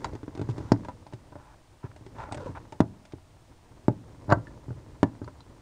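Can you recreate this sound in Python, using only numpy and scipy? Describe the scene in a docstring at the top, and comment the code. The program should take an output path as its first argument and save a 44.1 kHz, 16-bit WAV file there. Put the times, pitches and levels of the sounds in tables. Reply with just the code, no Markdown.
"""In a car's footwell, a hand works a pedal and its linkage close to the microphone.
The pedal knocks on its stop; loose plastic and steel parts click, rub and groan against their bracket.
The bulkhead (the wall behind the pedal) booms under each blow and the carpeted cabin answers briefly.
Underneath are the rustle of hand and sleeve, the still garage and a faint hiss."""
import sys
import numpy as np
from scipy import signal
from scipy.fft import rfft, irfft, next_fast_len
from scipy.io import wavfile
from scipy.ndimage import map_coordinates

SR = 44100
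rng = np.random.default_rng(int(sys.argv[2]) if len(sys.argv) > 2 else 0)


def store_pcm(level_fs):
    """Save levels as 16-bit WAV."""
    pcm = np.round(np.clip(level_fs, -1, 1) * 32767).astype(np.int16)
    wavfile.write(sys.argv[1], SR, np.atleast_2d(pcm).T)


N = 247401
FREQS_HZ = np.fft.rfftfreq(8192, 1 / SR) + 1

# the tones each part rings with when hit: f/Hz, width/Hz, level/dB
BULKHEAD_TONES = [(88.2, 8.2, -6), (114.7, 22.5, 2), (168, 58, -1)]
PEDAL_TONES = [(230, 110, -3.5), (292, 46, 1), (381.7, 90, -12)]
BRACKET_TONES = [(609, 81, 2), (780, 62, -6), (854, 60, -1), (955, 39, -2), (1190, 57, -13),
                 (1360, 69, -16.5), (1530, 93, -14.5)]
# the tones of the pedal arm when rubbed: f/Hz, width/Hz, level/dB
RASP_TONES = [(607, 150, -1.5), (860, 77, 5.5), (1010, 73, 2), (1380, 150, -2), (1730, 270, -8.5),
              (2290, 250, -17)]
# the dry crack of hard surfaces meeting: f/Hz, level/dB
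CRACK_SPECTRUM = [(900, -18.5), (1900, 6), (2800, 1), (3200, -2), (3600, 2), (4100, -3), (5100, -3.5),
                  (5900, -5), (6700, -6.5), (9500, -14), (14000, -29)]


def knocks():
    """The pedal hits its stop: one firm blow sets bulkhead, pedal and bracket ringing at once."""
    # blows on the stop: t/s, level/dB, hardness/0-1
    hits = [(0.719, -17.5, 0.58), (2.8041, -18, 0.53), (3.8827, -19, 0.25), (5.03, -19, 0.6)]
    out = np.zeros(N)
    for start, db, hardness in hits:
        *part_dbs, crack_db = share_blow(db, hardness, bulkhead=-4, pedal=1, bracket=-7.5, snap=-26)
        parts = zip([BULKHEAD_TONES, PEDAL_TONES, BRACKET_TONES], part_dbs)
        body = struck(sum(ring(tones, part_db, vary_db=1.5) for tones, part_db in parts))
        sound = body + crack(crack_db, fade_s=0.0026, after_db=-19.5)
        add(out, start, in_cabin(sound, near_db=-12.5, far_db=-27.5))
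    return out


def judder():
    """The linkage shakes into its seat: three growing touches, the main blow, then one bounce."""
    seat_s, seat_db, gap_s, soft = 4.3217, -18.5, .0098, .15
    lead_in = [(seat_s - k * gap_s, seat_db - 5.5 - 3 * k, soft) for k in (1, 2, 3)]
    seating = (seat_s, seat_db, 0.4)  # t/s, level/dB, hardness/0-1
    bounce = (seat_s + gap_s, seat_db - 14, soft)
    return light_hits(lead_in + [seating, bounce], bulkhead=-2.5, pedal=-6.5, bracket=0.5, snap=-27)


def bumps():
    """The whole assembly bumps the bulkhead, which gives a low boom."""
    # bumps: t/s, level/dB, hardness/0-1
    hits = [(.414, -28.5, 0.76), (.489, -27.5, 0.4), (1.135, -38.5, 1), (1.841, -36, 0.42),
            (2.01, -48.5, 0.2), (2.492, -36.5, 0.36), (4.282, -35, 0.2), (4.372, -34, .1),
            (4.682, -37.5, 0.2), (4.705, -34.5, .2)]
    return light_hits(hits, bulkhead=0.5, pedal=-7, bracket=-17.5, snap=-34)


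def taps():
    """The pedal taps in the slack of its pivot."""
    # taps: t/s, level/dB, hardness/0-1
    hits = [(.133, -44, 0.68), (.152, -42.5, 0.78), (.231, -43, 0.55), (.279, -40.5, 0.5),
            (.351, -44, 0.84), (.375, -43, 0.85), (.394, -37, 0.56), (.581, -40, 0.8), (.603, -40.5, 0.3),
            (2.064, -50, 1), (2.46, -43, 0.73), (3.135, -41.5, 0), (5.216, -38, 0)]
    return light_hits(hits, bulkhead=0, pedal=1, bracket=-10.5, snap=-25)


def clicks():
    """Loose parts click on the bracket."""
    # clicks: t/s, level/dB, hardness/0-1
    hits = [(.051, -42, 0.62), (.848, -45.5, 0.56), (.885, -36.5, 0.26), (1.066, -49.5, 0.52),
            (1.125, -49.5, 0.4), (1.321, -48.5, 0.2), (1.355, -41, 0), (1.962, -56, 0.77),
            (2.286, -47, 0.2), (2.313, -42.5, 0.05), (2.323, -39, 0.66), (2.345, -43.5, 0.73),
            (2.373, -44, 0.59), (2.723, -43, 0.55), (3.052, -59.5, 0.94), (3.122, -61.5, 1),
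            (5.277, -42.5, .2)]
    return light_hits(hits, bulkhead=-6.5, pedal=-6, bracket=-1, snap=-14.5)


def pings():
    """Small steel parts chatter and ring; the spot that is hit favours the tones near one pitch."""
    # hits on the steel: t/s, level/dB, favoured f/Hz, reach around it/octaves
    hits = [(0.0449, -32, 1700, 4), (0.719, -39.5, 5350, 0.042), (2.323, -52.5, 8300, 0.035),
            (2.346, -56.5, 8300, .04), (2.805, -44, 1900, 0.53), (4.302, -51, 4650, 0.25),
            (4.323, -22, 1110, 0.37), (4.47, -50.5, 1780, 0.09), (5.03, -31.5, 1430, 0.29),
            (5.244, -56.5, 4450, 1.9), (5.406, -58.5, 3900, 0.097)]
    # the steel's tones: f/Hz, width/Hz, level/dB
    steel_tones = [(978, 160, 5), (1360, 60, -2.5), (1730, 34, -5), (2030, 22, -12.5), (2600, 45, -23),
                   (2850, 60, -16), (3570, 34, -15), (4030, 40, -11), (4590, 91, -8.5), (5030, 210, -18.5),
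                   (6780, 90, -11), (8100, 300, -28)]
    out = np.zeros(N)
    for start, db, hz, reach in hits:
        falloff = 1 + (np.log2(FREQS_HZ / hz) / reach) ** 2
        steel = struck(ring(steel_tones, vary_db=1) / falloff)
        sound = at_level(chatter(steel, fade_s=0.0041, per_s=1100), db)
        add(out, start, in_cabin(sound, near_db=-18.5, far_db=-23))
    return out


def scrapes():
    """Sliding parts catch in tiny slips that ring the pedal arm and add a fine gritty noise."""
    # dry strokes: start/s, end/s, level/dB, grit compared with the rasp/dB
    strokes = [(0.488, 0.517, -54, -1.5), (0.57, 0.72, -55.5, -11.5), (1.384, 1.548, -57.5, -17),
               (1.83, 1.872, -52, -24), (1.912, 1.918, -49, -24), (2.149, 2.298, -50, -27),
               (2.183, 2.242, -44, -18), (2.394, 2.49, -51, -11.5), (2.551, 2.583, -41.5, -24),
               (4.311, 4.325, -27.5, -24)]
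    catches = slips(per_s=2000, spread_db=3)
    rasp = unit(signal.fftconvolve(catches, struck(ring(RASP_TONES)))[:N])
    grit = coloured(catches, CRACK_SPECTRUM)
    return sum(amp(db) * pressure(start, end, edge_s=0.0049) * (rasp + amp(grit_db) * grit)
               for start, end, db, grit_db in strokes)


def groans():
    """Under load the pivot sticks and slips almost regularly, in a rough falling tone."""
    # groans: start/s, end/s, first f/Hz, last f/Hz, level/dB
    glides = [(2.403, 2.443, 515, 493, -40.5), (2.456, 2.486, 515, 469, -36)]
    t, out = np.arange(N) / SR, np.zeros(N)
    for start, end, start_hz, end_hz, db in glides:
        pitch = np.interp(t, [start, end], [start_hz, end_hz]) * (1 + 0.046 * wobble(190))
        phase = 2 * np.pi * np.cumsum(pitch) / SR
        tone = np.sin(phase) + amp(-11) * np.sin(2 * phase) + amp(-23) * np.sin(3 * phase)
        rough_tone = unit(tone * amp(2.9 * wobble(120)))
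        out += amp(db) * pressure(start, end, edge_s=0.011) * rough_tone
    return out


def handling():
    """Hand and sleeve move on the parts: one effort drives a rumble, a rub, a rustle and stray ticks."""
    # how strongly the hand moves: t/s, level/dB
    movement = [(0.0, -49), (0.26, -60.5), (0.59, -51), (1.11, -64.5), (1.81, -70.5), (2.2, -57),
                (2.34, -58), (2.4, -53), (2.54, -56.5), (3.12, -71.5), (3.7, -65), (4.15, -61.5),
                (4.35, -57.5), (5.6, -63.5)]
    # the colour of each noise, dull to bright: f/Hz, level/dB
    rumble_spectrum = [(20, -16), (55, 2.5), (85, 0), (115, 3), (190, -11), (300, -5.5), (420, -13),
                       (600, -15.5), (1200, -74)]
    rub_spectrum = [(250, -44.5), (480, 4.5), (620, -8), (950, 1), (1400, -11), (2100, -13), (3200, -49),
                    (8000, -75.5)]
    rustle_spectrum = [(1200, -26), (2400, -4.5), (5000, -1), (7000, -3), (9800, -15.5), (15000, 2)]
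    usual_db = -59.5
    movement_db = np.interp(np.arange(N) / SR, *np.transpose(movement))
    effort_db = movement_db - usual_db
    grip = wobble(28)
    rumble = coloured(rng.standard_normal(N), rumble_spectrum)
    rumble *= amp(-49.5 + 0.99 * effort_db + 2 * grip)
    rub = coloured(slips(per_s=900, spread_db=6.5), rub_spectrum)
    rub *= amp(movement_db - 2 + 1.8 * grip)
    rustle = coloured(slips(per_s=4000, spread_db=4), rustle_spectrum)
    rustle *= amp(-67 + 0.81 * effort_db + 0.89 * grip)
    finger_tick = chatter(struck(ring(RASP_TONES, tilt_db=-3.5, vary_db=1)), fade_s=.004, per_s=720)
    ticks = unit(signal.fftconvolve(slips(per_s=7, spread_db=3), finger_tick)[:N])
    ticks *= amp(-70.5 + effort_db / 2)
    return rumble + rub + rustle + ticks


def background():
    """The still garage and the microphone's even hiss."""
    # the garage's air: f/Hz, level/dB
    air_spectrum = [(25, 4), (60, -1.5), (115, 2), (190, -19.5), (300, -13), (470, -33.5), (620, -5),
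                    (950, -11), (1400, -16), (2600, -19.5), (9000, -26)]
    air = amp(-60) * coloured(rng.standard_normal(N), air_spectrum)
    hiss = amp(-61) * coloured(rng.standard_normal(N), [(1000, -15.5), (7000, -20), (15000, 6.5)])
    return air + hiss


def light_hits(hits, **shares_db):
    """Each light touch makes the bulkhead boom, the pedal thud and the bracket chatter, with a crack."""
    out = np.zeros(N)
    for start, db, hardness in hits:
        boom_db, thud_db, clack_db, crack_db = share_blow(db, hardness, **shares_db)
        boom = ring(BULKHEAD_TONES, boom_db, tilt_db=-15, vary_db=2.5)
        thud = ring(PEDAL_TONES, thud_db, tilt_db=24, vary_db=2.5)
        bracket = struck(ring(BRACKET_TONES, tilt_db=4.5, vary_db=2.5))
        clack = at_level(chatter(bracket, fade_s=0.0062, per_s=1000), clack_db)
        sound = struck(boom + thud) + clack + crack(crack_db, fade_s=0.0065, after_db=-14)
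        add(out, start, in_cabin(sound, near_db=-13.5, far_db=-25))
    return out


def share_blow(db, hardness, bulkhead, pedal, bracket, snap):
    """Shares a blow, in dB, among three parts and the crack (snap); harder blows are brighter."""
    # what the hardest blow gains over the softest: bulkhead/dB, pedal/dB, bracket/dB, crack/dB
    hard_gain_db = (-4.5, 2.5, 6, 30.5)
    return db + np.array([bulkhead, pedal, bracket, snap]) + (hardness - .5) * np.array(hard_gain_db)


def ring(tones, db=0, tilt_db=0, vary_db=0):
    """A part's power at each frequency, tilted per octave; each hit shifts the tones a little."""
    hz, width, level = np.transpose(tones)[:, :, None]
    strength, shift = rng.standard_normal((2, len(tones), 1))
    centre = hz * (1 + .015 * shift)
    height = amp(level + tilt_db * np.log2(hz) + vary_db * strength) ** 2
    peaks = height / (1 + ((FREQS_HZ - centre ** 2 / FREQS_HZ) / width) ** 2)
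    # a part gives off little sound above or below its own tones
    treble_cut = 1 + (FREQS_HZ / (1.15 * hz.max())) ** 10
    bass_cut = 1 + (.7 * hz.min() / FREQS_HZ) ** 6
    power = peaks.sum(0) / treble_cut / bass_cut
    return amp(db) ** 2 * SR / 50 * power / power.mean()  # the energy of 20 ms at db


def struck(power):
    """Turns power at each frequency into the sound of a hit, packed as early as it can be."""
    cepstrum = irfft(np.log(power + power.max() / 10 ** 10) / 2)
    # fold the second half onto the first, so nothing sounds before the hit
    cepstrum[1:len(FREQS_HZ) - 1] *= 2
    cepstrum[len(FREQS_HZ):] = 0
    return irfft(np.exp(rfft(cepstrum)))


def crack(db, fade_s, after_db):
    """Hard surfaces meet in a burst of noise with a brief, weaker tail."""
    t = np.arange(2 * len(FREQS_HZ) - 2) / SR
    burst = rng.standard_normal(len(t)) * (np.exp(-t / fade_s) + amp(after_db) * np.exp(-t / 0.007))
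    colour = struck(amp(along(CRACK_SPECTRUM, FREQS_HZ)) ** 2)
    return at_level(signal.fftconvolve(burst, colour)[:len(t)], db)


def chatter(sound, fade_s, per_s):
    """A loose part touches again several times within a few milliseconds."""
    t = np.arange(SR // 25) / SR
    touches = (rng.random(len(t)) < per_s / SR) * rng.uniform(-1.77, 1, len(t)) * np.exp(-t / fade_s)
    touches[0] = 1
    return signal.fftconvolve(sound, touches)[:len(sound)]


def slips(per_s, spread_db):
    """Tiny jolts at random moments, of very uneven size."""
    moments = rng.random(N) < per_s / SR
    return moments * rng.choice([-1, 1], N) * amp(spread_db * rng.standard_normal(N))


def pressure(start, end, edge_s):
    """The push of one stroke, easing in and out."""
    t = np.arange(N) / SR
    return np.clip((t - start) / edge_s + .5, 0, 1) * np.clip((end - t) / edge_s + .5, 0, 1)


def in_cabin(sound, near_db, far_db):
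    """The direct sound plus echoes from the footwell's close walls and the cabin behind."""
    # how long each space rings: f/Hz, time to fade by 60 dB/s
    footwell_decay = [(100, 0.13), (1000, 0.084), (2500, 0.045), (9000, 0.031)]
    cabin_decay = [(100, 0.83), (300, 0.31), (1000, 0.22), (3000, 0.11), (9000, 0.094)]
    space = amp(near_db) * echoes(footwell_decay, build_s=0.0022)
    space += amp(far_db) * echoes(cabin_decay, build_s=0.014)
    space[0] += 1  # the direct sound
    return signal.fftconvolve(sound, space)


def echoes(decay, build_s):
    """A blur of reflections that builds up and dies away, with total energy 1."""
    hz, t, noise = signal.stft(rng.standard_normal(SR // 2), SR, nperseg=256)
    fade = amp(-60 * t / along(decay, hz)[:, None])
    tail = signal.istft(noise * fade, SR, nperseg=256)[1][:SR // 2]
    tail *= 1 - np.exp(-(np.arange(len(tail)) / SR / build_s) ** 2)
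    return tail / np.linalg.norm(tail)


def amp(db):
    """Turns decibels into a multiplier."""
    return 10 ** (np.asarray(db) / 20)


def unit(x):
    """Scales a sound to an average power of 1."""
    return x / np.sqrt(np.mean(x ** 2) + 1e-20)


def at_level(sound, db):
    """Gives a short sound the energy of 20 ms at that level."""
    return amp(db) * np.sqrt(SR / 50) * sound / np.linalg.norm(sound)


def along(points, hz):
    """Reads between (f/Hz, value) points, with octaves evenly spaced."""
    freqs, values = np.transpose(points)
    return np.interp(np.log(hz + 1), np.log(freqs + 1), values)


def filtered(x, gain):
    """Turns each frequency up or down by gain(hz)."""
    size = next_fast_len(len(x) + 8192)
    return irfft(rfft(x, size) * gain(np.fft.rfftfreq(size, 1 / SR)), size)[:len(x)]


def coloured(x, spectrum):
    """Shapes a sound's bass and treble, at an average power of 1."""
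    return unit(filtered(x, lambda hz: amp(along(spectrum, hz))))


def wobble(per_s):
    """A smooth curve through per_s random values a second."""
    return map_coordinates(rng.standard_normal(1024), [np.arange(N) * per_s / SR], mode="wrap")


def add(track, start_s, sound):
    """Mixes a sound into the track from the given time."""
    part = track[max(round(start_s * SR), 0):][:len(sound)]
    part += sound[:len(part)]


def scene():
    """Everything in the footwell, as one channel."""
    blows = knocks() + taps() + bumps() + clicks() + judder() + pings()
    friction = in_cabin(scrapes() + groans(), near_db=-17.5, far_db=-53)[:N]
    return (blows + friction + handling() + background())[None]


def record(dry):
    """The microphone dulls the highest treble and passes nothing above its limit."""
    # the treble steps down: f/Hz, level/dB
    treble = [(9700, 0), (10300, -16), (14500, -18), (15600, -24)]
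    limit_hz = 15700
    return np.array([filtered(x, lambda hz: amp(along(treble, hz)) * (hz < limit_hz)) for x in dry])


dry = scene()
out = record(dry)
store_pcm(out)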